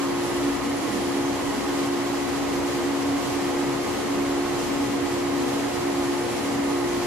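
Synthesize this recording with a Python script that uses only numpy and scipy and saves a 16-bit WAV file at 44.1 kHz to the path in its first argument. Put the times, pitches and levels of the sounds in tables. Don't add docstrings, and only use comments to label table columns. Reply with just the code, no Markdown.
import sys
import numpy as np
from scipy.fft import rfft, irfft, next_fast_len
from scipy.io import wavfile
from scipy.ndimage import map_coordinates

SR = 44100
rng = np.random.default_rng(int(sys.argv[2]) if len(sys.argv) > 2 else 0)


def inscribe(sig):
    pcm = np.round(np.clip(np.atleast_2d(sig).T, -1, 1) * 32767)
    wavfile.write(sys.argv[1], SR, pcm.astype(np.int16))


N = 311346
TIME = np.arange(N) / SR

# offset from the blade tone in Hz, a moment
# in step at the left and at the right in seconds, relative level left and right in dB.
LOW_FAN_NEIGHBOURS = [(-1.651, .596, .033, -9.3, -13.8), (1.306, .41, .484, -26, -12),
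                      (2.468, .263, .403, -34, -16), (3.679, .193, .16, -22.4, -16),
                      (4.132, .068, .22, -23.7, -13), (9.573, .024, .03, -27, -19)]
HIGH_FAN_NEIGHBOURS = [(-1.208, .375, .21, -12.5, -4.3)]
# centre in seconds, half-width in seconds, change left and right in dB.
LOW_FAN_SWINGS = [(.05, .03, 2, 4), (.28, .03, -11, -6), (.38, .02, -8, 0), (.47, .05, 1, 2),
                  (.595, .03, -3, -9), (.67, .04, 2, 0), (1.06, .04, -1, -4), (1.22, .08, -1, -1.5),
                  (1.39, .03, -3, -4), (1.49, .04, 2, 2), (1.6, .03, 0, -12), (2.12, .08, 2, 2),
                  (2.3, .04, 0, -6), (2.45, .08, 1, 1), (2.89, .02, -6, 0), (3.11, .05, 3, 4),
                  (3.22, .025, 0, -10), (3.5, .03, 0, -11), (3.85, .04, 0, -4), (4.53, .06, -7, -2),
                  (4.78, .06, 2, 3), (4.96, .04, 2, 4), (5.05, .05, -3, 0), (5.35, .03, 3, 1),
                  (5.72, .022, -7, -3), (5.815, .02, -7, -5), (6.19, .04, -2, 0), (6.31, .045, -14, -12),
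                  (6.58, .06, 2, 1)]
HIGH_FAN_SWINGS = [(.23, .05, 2, 2), (.37, .03, 3, 2), (.6, .04, 0, -4), (.82, .025, -3, -4),
                   (.92, .03, -9, -3), (2.44, .035, -6, 0), (3.15, .03, -2, -7), (4.09, .04, -4, 0),
                   (6.3, .07, 2, 0)]
# time in seconds, relative speed.
FAN_SPEED = [(0, .9979), (2, .9977), (3.4, 1.0002), (7.06, 1.0004)]
def near_fans(low_hz=280.45, high_hz=351.5, low_db=-29.5, high_db=-31.5):
    speed, = curves(FAN_SPEED)
    low_beat = beating(LOW_FAN_NEIGHBOURS) * swinging(LOW_FAN_SWINGS)
    high_beat = beating(HIGH_FAN_NEIGHBOURS) * swinging(HIGH_FAN_SWINGS)
    low = tone(low_hz * speed, pan_db=1.5, lead=-.1, drift=.00018, scatter=(.04, .06), beat=low_beat)
    high = tone(high_hz * speed, pan_db=3.5, lead=-.95, drift=.00021, scatter=(.03, .04), beat=high_beat)
    low_gain = amp(low_db + .5 * wobble(16))
    high_gain = amp(high_db + .73 * wobble(22)) * climb(rise_db=2)
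    return low_gain * low + high_gain * high


def beating(neighbours, flutter=.076):
    gain = 1
    for offset_hz, left_s, right_s, left_db, right_db in neighbours:
        slip = 2 * np.pi * offset_hz * (TIME - np.array([[left_s], [right_s]]))
        gain = gain + amp([[left_db], [right_db]]) * np.exp(1j * slip)
    return gain + flutter * churn(14).mean(axis=0)


def swinging(swings):
    return amp(sum(np.array([[left], [right]]) * bump(at, width) for at, width, left, right in swings))


# time in seconds, pitch in Hz, level in dB.
OVERTONE_PATH = [(0, 842, -52), (1.5, 839, -49), (2.2, 840, -52), (2.8, 845, -47.5), (3.6, 846, -49),
                 (4.5, 851, -47), (5.1, 845, -51), (5.65, 848, -45.5), (6, 848, -49), (6.22, 849, -42.5),
                 (6.5, 848, -47), (7.06, 849, -45)]
def overtone():
    hz, db = curves(OVERTONE_PATH)
    return amp(db) * tone(hz, pan_db=-1, lead=.5, drift=.001, scatter=(.3, .3))


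# frequency in Hz, relative dB.
ROAR_SPECTRUM = [(25, -26), (45, -20), (70, -14.5), (150, -7.5), (220, -4), (310, -3.5), (400, -1.5),
                 (460, -4), (550, -5), (1000, -7.5), (1500, -12), (2100, -12.5), (2600, -18), (3000, -24),
                 (4200, -27.5), (7000, -70)]
# centre in Hz, half-width in Hz, level in dB,
# left over right in dB, likeness of the two channels.
CABINET_MODES = [(57.1, 1.3, -55, 7, 0.91), (46.6, 6.3, -62, 2, .9), (84, 7.5, -51, 2, 0.99),
                 (98, 12, -57.5, 2, 0.95), (128.8, 11, -46.5, 1, 0.76), (199.4, 8.4, -50.5, 0, 0.32),
                 (251, 4.3, -46.5, 2, 0.69), (286.7, 8.5, -44, -11, 0.4), (271, 1, -50, -17, 0.31),
                 (841, 17, -46.5, -3, 0.021), (800, 12, -50.5, -5, .3), (1095, 200, -44, -5.5, 0.8),
                 (4470, 130, -55, -2, -1.1)]
def roar(level_db=-31, eddy_db=1):
    air = amp(level_db) * rush(lambda hz: amp(along(ROAR_SPECTRUM, hz)), AIR_LIKENESS)
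    boom = sum(amp(db + eddy_db * wobble(13)) * sides(pan_db) * resonance(hz, width, likeness)
               for hz, width, db, pan_db, likeness in CABINET_MODES)
    return air * sides(pan_db=-.1) + boom


def resonance(centre_hz, width_hz, likeness):
    return rush(lambda hz: 1 / (1 + ((hz - centre_hz) / width_hz) ** 2), [(centre_hz, likeness)])


# frequency in Hz, likeness (1 the same, 0 unrelated).
AIR_LIKENESS = [(50, .88), (110, .75), (170, .45), (300, .62), (420, .68), (700, .48), (1150, .55),
                (2000, .42), (3200, .1), (5000, 0)]
def rush(colour, likeness, lag_s=3e-5):
    def mid_and_side(hz):
        spread = np.arccos(np.clip(along(likeness, hz), -1, 1)) / 2
        return colour(hz) * np.array([np.cos(spread), np.sin(spread)])
    mid, side = filtered(rng.standard_normal((2, N)), mid_and_side)
    left = filtered(mid + side, lambda hz: np.exp(-2j * np.pi * hz * lag_s))
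    return unit(np.array([left, mid - side]))


# frequency in Hz, relative dB.
HISS_SPECTRUM = [(1800, -9), (3000, 0.5), (3700, -4.5), (4600, -3.5), (5900, -5), (7400, -4.5), (8600, -11),
                 (10300, -10.5), (11200, -12), (12500, -14), (13100, -15.5), (13800, -19)]
# surges per second, time of one crest in seconds, relative depth.
AIR_SURGES = [(1.3, .17, .42), (1.65, .355, .32), (3.27, .265, .38)]
def vents(level_db=-37.5, body_surge_db=.85, top_surge_db=1.16, split_hz=7500):
    surge = sum(depth * np.cos(2 * np.pi * rate * (TIME - crest)) for rate, crest, depth in AIR_SURGES)
    surge = surge + .52 * wobble(11) + .6 * wobble(45)
    air = rush(lambda hz: amp(along(HISS_SPECTRUM, hz)), AIR_LIKENESS)
    hiss = amp(level_db) * air * sides(pan_db=-.75)
    body = filtered(hiss, lambda hz: 1 / (1 + np.exp((hz - split_hz) / 500)))
    return amp(body_surge_db * surge) * body + amp(top_surge_db * surge) * (hiss - body)


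def panels(noise, ripple_db=2, spacing_hz=22):
    knots = rng.standard_normal(2048)
    def response(hz):
        ripple = map_coordinates(knots, [hz / spacing_hz], mode="mirror")
        return amp(ripple_db * ripple * hz / (hz + 600))
    return filtered(noise, response)


# centre in seconds, pitch in Hz, half-width in seconds, level in dB.
ROAR_SWELLS = [(.68, 225, 0.054, -39), (.86, 330, 0.05, -31), (.97, 225.4, 0.066, -33.5),
               (1.57, 236, 0.048, -32.5), (2.578, 204.6, .025, -31.5), (3.965, 230, .05, -35),
               (4.2, 214.5, 0.037, -33.5), (4.7, 220, 0.048, -36.5), (4.92, 220, .05, -38),
               (6.5, 222, 0.15, -39)]
def swells():
    eddies = churn(70)
    centred = unit(eddies + 3 * eddies.mean(axis=0))
    surges = sum(amp(db) * bump(at, width) * np.exp(2j * np.pi * hz * TIME)
                 for at, hz, width, db in ROAR_SWELLS)
    return np.sqrt(2) * np.real(centred * surges)


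# multiple of the mains, level
# at mid-pan in dB, left over right in dB, left phase lead in radians, rise over the pan in dB.
HUM_HARMONICS = [(2, -48.5, 0, -1.5, -0.5), (6, -43.5, -5.5, -4.5, 3), (7, -48.5, 0, 1, 2),
                 (8, -44.7, -9, 1, 4.5), (10, -50, -2, -2.5, 0), (12, -45.7, -13, -1, 2.5),
                 (20, -59, -2, -2.5, -4)]
def mains_hum(mains_hz=60):
    return sum(amp(db) * climb(rise_db) * tone(k * mains_hz, pan_db, lead, drift=.0001, scatter=(.2, .14))
               for k, db, pan_db, lead, rise_db in HUM_HARMONICS)


# pitch in Hz, level in dB,
# left over right in dB, left phase lead in radians.
ROOM_FAN_TONES = [ (228.5, -53, 4, 0), (247.8, -52, -5, .1), (359.3, -52, 0, 0), (478.9, -54, -3, 0),
                  (557.6, -54, -4, 2.8), (563.4, -50.5, 2, -.4), (659, -55, 3, 1.5), (780, -52, 0, 2.1),
                  (838, -54, -2, -2.2), (854, -56, -3, .5), (942, -53.5, 0, 0), (960, -54.5, 2, .5),
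                  (1046, -52.5, 2, -.9), (1061, -55, -1, 1), (1079, -50.5, -1, 0), (1300, -58, 5, .3),
                  (2007, -58.5, 2, -.8), (2012, -59.5, -3, -.8)]
def room_fans():
    return sum(amp(db) * tone(hz, pan_db, lead, drift=.001214, scatter=(.4, .4))
               for hz, db, pan_db, lead in ROOM_FAN_TONES)


# time in seconds, level in dB, pitch in Hz.
WHISTLE_PATH = [(0, -62, 10580), (.15, -56, 10580), (.35, -55, 10575), (.55, -59, 10580), (.8, -55, 10580),
                (1.15, -55, 10590), (1.3, -61, 10595), (1.45, -54, 10600), (1.8, -64, 10610),
                (2.3, -60, 10620), (2.7, -63, 10625), (3.8, -59, 10640), (4.8, -62, 10635),
                (5.8, -61, 10625), (6.12, -55, 10620), (6.44, -54, 10620), (6.55, -59, 10630),
                (6.7, -54.5, 10640), (7.06, -59, 10635)]
def whistle(skirt_db=-3):
    db, hz = curves(WHISTLE_PATH)
    core, skirt = churn(65), amp(skirt_db) * churn(270)
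    return amp(db) * tone(hz, pan_db=-14.5, lead=0, drift=.0005, scatter=(0, 0), beat=core + skirt)


# pitch in Hz, level in dB.
SUPPLY_WHINES = [(9328, -68.5), (9110, -74)]
def whines():
    return sum(amp(db) * tone(hz, pan_db=0, lead=0, drift=.00017, scatter=(.7, .7))
               for hz, db in SUPPLY_WHINES)


# centre in seconds, pitch in Hz,
# half-width in seconds, level in dB, left over right in dB.
BEARING_SQUEAKS = [(1.255, 6170, .04, -50, 9), (6.15, 5600, .04, -56, 0), (6.91, 6170, .04, -54.5, -8)]
def squeaks():
    return sum(amp(db) * bump(at, width)
               * tone(hz, pan_db, lead=0, drift=.00145, scatter=(.15, .15), beat=1 + .6 * churn(130))
               for at, hz, width, db, pan_db in BEARING_SQUEAKS)


def tone(hz, pan_db, lead, drift, scatter, beat=1):
    phase = 2 * np.pi * np.cumsum(hz * (1 + drift * wobble(1.2))) / SR
    direct = np.exp(.5j * lead * np.array([[1], [-1]]))
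    reflected = np.array([share * (wobble(2.57) + 1j * wobble(2.55)) for share in scatter])
    return sides(pan_db) * unit(np.real(beat * (direct + reflected) * np.exp(1j * phase)))


def climb(rise_db):
    return amp(rise_db * (np.arange(N) / N - .5))


def churn(rate):
    return unit(np.array([wobble(rate) + 1j * wobble(rate) for channel in range(2)]))


def wobble(rate):
    return map_coordinates(rng.standard_normal(2048), [TIME * rate], mode="mirror")


def bump(centre_s, half_width_s):
    return np.exp(-((TIME - centre_s) / half_width_s) ** 2)


def curves(rows):
    times, *columns = np.transpose(rows)
    return [np.interp(TIME, times, column) for column in columns]


def along(points, hz):
    knots_hz, values = np.transpose(points)
    return np.interp(np.log(hz + 1), np.log(knots_hz + 1), values)


def filtered(x, response):
    size = next_fast_len(N + SR // 4)
    return irfft(rfft(x, size) * response(np.fft.rfftfreq(size, 1 / SR)), size)[..., :N]


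def sides(pan_db):
    return amp([[pan_db / 2], [-pan_db / 2]])


def amp(db):
    return 10 ** (np.asarray(db) / 20)


def unit(x):
    return x / np.sqrt(np.mean(np.abs(x) ** 2) + 1e-20)


def scene():
    drone = near_fans() + overtone() + room_fans() + mains_hum()
    air = panels(roar() + vents()) + swells()
    return drone + air + whistle() + whines() + squeaks()


def record(dry, top_hz=13800):
    return filtered(dry, lambda hz: hz < top_hz)


dry = scene()
out = record(dry)
inscribe(out)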